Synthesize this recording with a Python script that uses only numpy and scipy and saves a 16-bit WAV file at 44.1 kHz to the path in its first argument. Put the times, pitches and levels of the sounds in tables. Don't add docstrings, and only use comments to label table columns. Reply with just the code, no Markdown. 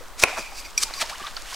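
import sys
import numpy as np
from scipy import signal
from scipy.fft import rfft, irfft, next_fast_len
from scipy.io import wavfile
from scipy.ndimage import uniform_filter1d

SR = 44100
rng = np.random.default_rng(int(sys.argv[2]) if len(sys.argv) > 2 else 0)


def to_wav(s):
    ch = np.atleast_2d(s).T
    pcm = np.round(np.clip(ch, -1, 1) * 32767)
    wavfile.write(sys.argv[1], SR, pcm.astype(np.int16))


N = 68355
T = np.arange(N) / SR

# f/Hz, level/dB
WIND_EQ = [(12, 1.5), (38, -4.5), (60, -14.5), (110, -24), (1000, -37)]
RIVER_EQ = [(30, -34), (280, -1.5), (600, 2), (1300, 5.5), (2500, -10), (6000, -17.5), (10000, -21),
            (16000, -62)]
WATER_EQ = [(100, -75), (350, -14), (650, -1.5), (1200, -4.5), (2200, 0), (4500, -0.5), (8000, -5.5),
            (16000, -22)]
MUD_EQ = [(60, -44), (250, -8.5), (650, 0.5), (1400, 1), (2600, -3.5), (5000, -9), (8000, -16),
          (12000, -27), (16000, -34)]
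PAT_EQ = [(30, -14), (170, 1.5), (400, -0.5), (2000, -58)]
GRIT_EQ = [(150, -42), (600, -18.5), (1300, -4.5), (2800, -6.5), (5000, 3.5), (7500, 0.5), (10000, -6),
           (13000, -16.5), (16000, -20)]
# f/Hz, level/dB
ECHO_EQ = [(100, -26), (300, -19.5), (550, -17.5), (950, -10.5), (1500, -28), (2400, -18.5), (3500, -25),
           (16000, -42)]
SIDE_EQ = [(250, -28), (1000, -46.5), (2500, -32.5), (5000, -15), (14000, -11.5)]
# f/Hz, t60/s
ECHO_DECAY = [(200, 0.13), (2400, 0.87), (14000, 0.12)]
# t/s, level/dB
STIR_LEVELS = [(0, -50.5), (.15, -55), (.3, -39.5), (.46, -48.5), (.56, -48), (.67, -45.5), (.74, -52),
               (.87, -42.5), (.96, -43.5), (1.06, -39.5), (1.17, -44), (1.29, -42.5), (1.335, -46.5),
               (1.39, -42.5), (1.43, -45.5), (1.55, -36.5)]
# t/s, f/Hz, level/dB, decay/s, glide/(octaves per s)
PLOPS = [(.008, 523, -38, .011, -5.5), (.328, 690, -32.5, 0.0069, 11), (.521, 790, -34.5, 0.0069, 3),
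         (.857, 921, -38, 0.022, -3.5), (.887, 1400, -30, 0.0033, -3), (.898, 1146, -31.5, 0.0079, -13),
         (0.9376, 4250, -20, 0.0025, 9), (0.975, 1120, -35, 0.01, 0), (1.027, 640, -19.5, 0.0033, 8),
         (1.036, 854, -35, 0.0088, 8), (1.093, 605, -39.5, 0.014, 15), (1.111, 737, -35.5, 0.036, 34),
         (1.197, 1162, -33.5, 0.01, 2.5), (1.238, 1149, -31, 0.018, 4), (1.267, 3640, -29, 0.004, -7),
         (1.27, 1264, -28.5, 0.0045, -19), (1.366, 4760, -23, 0.0034, 29), (1.371, 1394, -30.5, 0.0064, -7)]
# peak t/s, rise/s, fall/s, level/dB, bass/dB, treble/dB
MUD_SPLATS = [(0.233, 0.0083, 0.0086, -19.5, 11.5, 5.5), (0.244, 0.011, 0.012, -25, 7, -32),
              (0.284, 0.032, 0.038, -31, -8, -14), (0.379, 0.01, 0.011, -27, -15, -38),
              (0.393, 0.018, 0.014, -34, 20, -25), (0.91, 0.0033, 0.0022, -30.5, -13, -46),
              (0.9373, 0.00045, 0.023, -35.5, -6, 19), (1.017, 0.011, 0.0031, -20.5, -28, 13.5),
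              (1.021, 0.0078, 0.0097, -21, 0.5, 11), (1.098, 0.0055, 0.015, -30, -45, 6),
              (1.215, 0.028, 0.013, -38, -18, -10), (1.272, 0.014, 0.014, -34, -54, -15),
              (1.367, 0.0003, 0.011, -33.5, -22, -1), (1.535, 0.076, 0.031, -43, -5, 22.5)]
# t/s, level/dB
GROUND_PATS = [(.18, -47), (0.844, -44), (1.216, -39.5)]
# peak t/s, rise/s, fall/s, level/dB, blade ring/dB, lowest mode boost/dB
SCRAPE_STROKES = [(0.2, 0.0071, 0.0061, -25, -10, 16), (.227, 0.0077, 0.0076, -19.5, -20, 0),
                  (.284, 0.0035, 0.038, -41, -14, 10), (0.39, 0.032, 0.035, -35.5, -1, 5.5),
                  (0.459, .008, 0.014, -46, 5.5, 16), (0.596, 0.04, 0.017, -38, 1, -6.5),
                  (0.651, .005, 0.017, -47, 10, 3), (0.821, 0.023, 0.031, -28.5, -7, -2),
                  (0.8275, 0.0005, 0.0014, -19, -23, 0), (0.834, 0.0091, .0042, -16, -14.5, -14),
                  (.99, 0.038, 0.011, -40, 5, -5)]
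# f/Hz, struck level/dB, t60/s, rubbed level/dB
BLADE_MODES = [(2392, -4.5, 0.07, 0.5), (4797, -6, 0.027, 2.5), (5714, 5, 0.022, -1),
               (7700, -15, 0.13, -21), (9960, -13, 0.048, -15), (12070, -17, .03, -11)]
# t/s, level/dB
BLADE_CLINKS = [(0.7735, -41), (0.7773, -11.5)]
# f/Hz, level/dB, t60/s
KNOCK_MODES = [(478, -14, 0.019), (576, -13.5, 0.027), (689, -12.5, 0.023), (898, -14, 0.019),
               (1038, -15.5, 0.025), (1400, -15, 0.019), (2267, -5, 0.011), (2470, 1.5, 0.01),
               (4200, -10.5, 0.0095), (9370, -41, 0.12)]

BASS_HZ, TREBLE_HZ = 490, 3140
GRAINS_PER_S, GRAIN_SPREAD_DB = 4500, 3.5
CROWD_DB = -36.5
CATCH_DB, CATCH_S = 2, 0.00605


def amp(db):
    return 10 ** (np.asarray(db) / 20)


def unit(x):
    return x / np.sqrt(np.mean(x ** 2) + 1e-20)


def read(points, hz):
    f, value = np.transpose(points)
    return np.interp(np.log(hz + 1), np.log(f + 1), value)


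def colour(x, points, bass_db=0, treble_db=0):
    size = next_fast_len(len(x) + 2048)
    hz = np.fft.rfftfreq(size, 1 / SR)
    bass = bass_db / (1 + (hz / BASS_HZ) ** 2)
    treble = treble_db * hz ** 2 / (hz ** 2 + TREBLE_HZ ** 2)
    return irfft(rfft(x, size) * amp(read(points, hz) + bass + treble), size)[:len(x)]


def noise():
    return rng.standard_normal(N)


def wander(seconds):
    lowpass = np.exp(-(np.fft.rfftfreq(N, 1 / SR) * seconds) ** 2)
    return unit(irfft(rfft(noise()) * lowpass, N))


def grains(db=CROWD_DB):
    size = amp(GRAIN_SPREAD_DB * np.minimum(rng.exponential(1, N), 3))
    rate = GRAINS_PER_S * amp(max(db - CROWD_DB, 0))
    clicks = size * rng.choice([-1., 1.], N) * (rng.random(N) < rate / SR)
    return unit(unit(clicks) + 0.27 * noise())


def swell(s, rise, fall):
    return np.exp(-np.maximum((s - T) / rise, (T - s) / fall))


def add(mix, s, sound):
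    part = mix[max(round(s * SR), 0):][:len(sound)]
    part += sound[:len(part)]


def wind(db=-44):
    return amp(db) * unit(colour(noise(), WIND_EQ))


def river(db=-47.5):
    return amp(db) * unit(colour(noise(), RIVER_EQ))


def bank_echo(x, near_db=3, near_t60=0.033):
    hz, t, spectrum = signal.stft(noise()[:SR // 2], SR, nperseg=256)
    far = amp(-60 * t / read(ECHO_DECAY, hz)[:, None])
    near = amp(near_db - 60 * t / near_t60)
    tail = signal.istft(spectrum * (far + near) * (t > 0), SR, nperseg=256)[1]
    return colour(signal.fftconvolve(x, tail / np.linalg.norm(tail))[:N], ECHO_EQ)


def scattered(x):
    scatter = noise()[:400] * np.linspace(1, 0, 400)
    return signal.fftconvolve(x, scatter / np.linalg.norm(scatter))[:N]


def bubble(hz, decay, glide, flutter_db=2.26, rise_s=0.00043):
    t = T[:SR // 10]
    wobble = 0.026 * hz / 1000 * unit(uniform_filter1d(noise()[:len(t)], 50))
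    flutter = unit(amp(flutter_db * wander(CATCH_S)[:len(t)]))
    pitch = np.minimum(hz * 2 ** np.minimum(glide * t, 2) * (1 + wobble), SR / 2)
    envelope = np.exp(-(t / decay) ** 2 / 2) * (1 - np.exp(-t / rise_s))
    return flutter * envelope * np.sin(2 * np.pi * np.cumsum(pitch) / SR)


def drips(per_s=300, pitches=30, low_hz=610.6, high_hz=6990, spread_db=5, tilt_db_per_octave=4):
    out = np.zeros(N)
    for hz in np.geomspace(low_hz, high_hz, pitches):
        uneven_db = spread_db * np.minimum(rng.exponential(1, N), 3)
        size = amp(uneven_db + tilt_db_per_octave * np.log2(hz / low_hz))
        triggers = size * (rng.random(N) < per_s / pitches / SR)
        decay = 6.43 / hz
        glide = rng.uniform(-1.65, 3.36) * 0.127 / decay
        out += signal.oaconvolve(triggers, bubble(hz, decay, glide))[:N]
    return unit(out)


def droplets(per_s=70):
    return unit(colour(noise() * (rng.random(N) < per_s / SR), GRIT_EQ))


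def water():
    plops = np.zeros(N)
    for s, hz, db, decay, glide in PLOPS:
        add(plops, s, amp(db) * bubble(hz, decay, glide))
    trickle = amp(-5.5) * drips()
    splashing = unit(colour(grains(), WATER_EQ)) + trickle + amp(-10.5) * droplets()
    return plops + amp(np.interp(T, *np.transpose(STIR_LEVELS))) * splashing


def mud():
    out = np.zeros(N)
    for s, rise, fall, db, bass_db, treble_db in MUD_SPLATS:
        out += unit(colour(grains(db), MUD_EQ, bass_db, treble_db)) * amp(db) * swell(s, rise, fall)
    for s, db in GROUND_PATS:
        out += unit(colour(noise(), PAT_EQ)) * amp(db) * swell(s, rise=0.0057, fall=0.006)
    return out


def rubbed_blade(drive, low_db, detune_hz=129.4):
    t, out = T[:SR // 8], np.zeros(N)
    for k, (hz, _, t60, db) in enumerate(BLADE_MODES):
        mode = amp(db + low_db * (k == 0) - 60 * t / t60) * np.exp(2j * np.pi * hz * t)
        drift_hz = detune_hz / (k + 1) * wander(CATCH_S)
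        detune = np.exp(2j * np.pi * np.cumsum(drift_hz) / SR)
        out += (signal.fftconvolve(drive, mode)[:N] * detune).real
    return unit(out) * np.std(drive)


def scrapes():
    out = np.zeros(N)
    for s, rise, fall, db, ring_db, low_db in SCRAPE_STROKES:
        jerk_db = CATCH_DB * amp(min(CROWD_DB - db, 0))
        stroke = amp(db) * swell(s, rise, fall) * unit(amp(jerk_db * wander(CATCH_S)))
        crackle = unit(colour(grains(db), GRIT_EQ)) * stroke
        out += crackle + amp(ring_db) * rubbed_blade(grains(db) * stroke, low_db)
    return out


def strike(modes, crack_db, crack_s, rise_s=0.00032):
    t = T[:SR // 4]
    body = sum(amp(db - 60 * t / t60) * np.sin(2 * np.pi * hz * t) for hz, db, t60, *_ in modes)
    crack = unit(colour(noise(), GRIT_EQ))[:len(t)] * amp(crack_db) * np.exp(-t / crack_s)
    return (body + crack) * (1 - np.exp(-t / rise_s))


def clinks(sink_s=0.037):
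    out = np.zeros(N)
    for s, db in BLADE_CLINKS:
        clink = strike(BLADE_MODES, crack_db=-12.5, crack_s=0.012)
        choke = np.exp(-(T[:len(clink)] / sink_s) ** 2 / 2)
        add(out, s, amp(db) * clink * choke)
    return out


def hoe_knock(at_s=0.2367, knock_db=7.5, thud_db=-15, thud_s=0.00064):
    out = np.zeros(N)
    add(out, at_s, amp(knock_db) * strike(KNOCK_MODES, crack_db=-1, crack_s=0.00076))
    push = T[:SR // 10] / thud_s
    add(out, at_s, amp(thud_db) * push * np.exp(1 - push))
    return out


def scene():
    work = hoe_knock() + clinks() + scrapes() + mud() + water()
    flow, rumble = river(), wind()
    side_wind = amp(-1.5) * wind()
    side = colour(scattered(work + flow) + amp(23.5) * bank_echo(work), SIDE_EQ) + side_wind
    mid = work + bank_echo(work) + flow + rumble
    return np.array([mid + side, mid - side])


def record(dry):
    ceiling, cutoff_hz = 1.5, 15850
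    clipped = dry / (1 + (dry / ceiling) ** 8) ** (1 / 8)
    lowpass = signal.firwin(511, cutoff_hz, window=("kaiser", 9), fs=SR)
    return signal.oaconvolve(clipped, lowpass[None], "same", axes=1)


dry = scene()
out = record(dry)
to_wav(out)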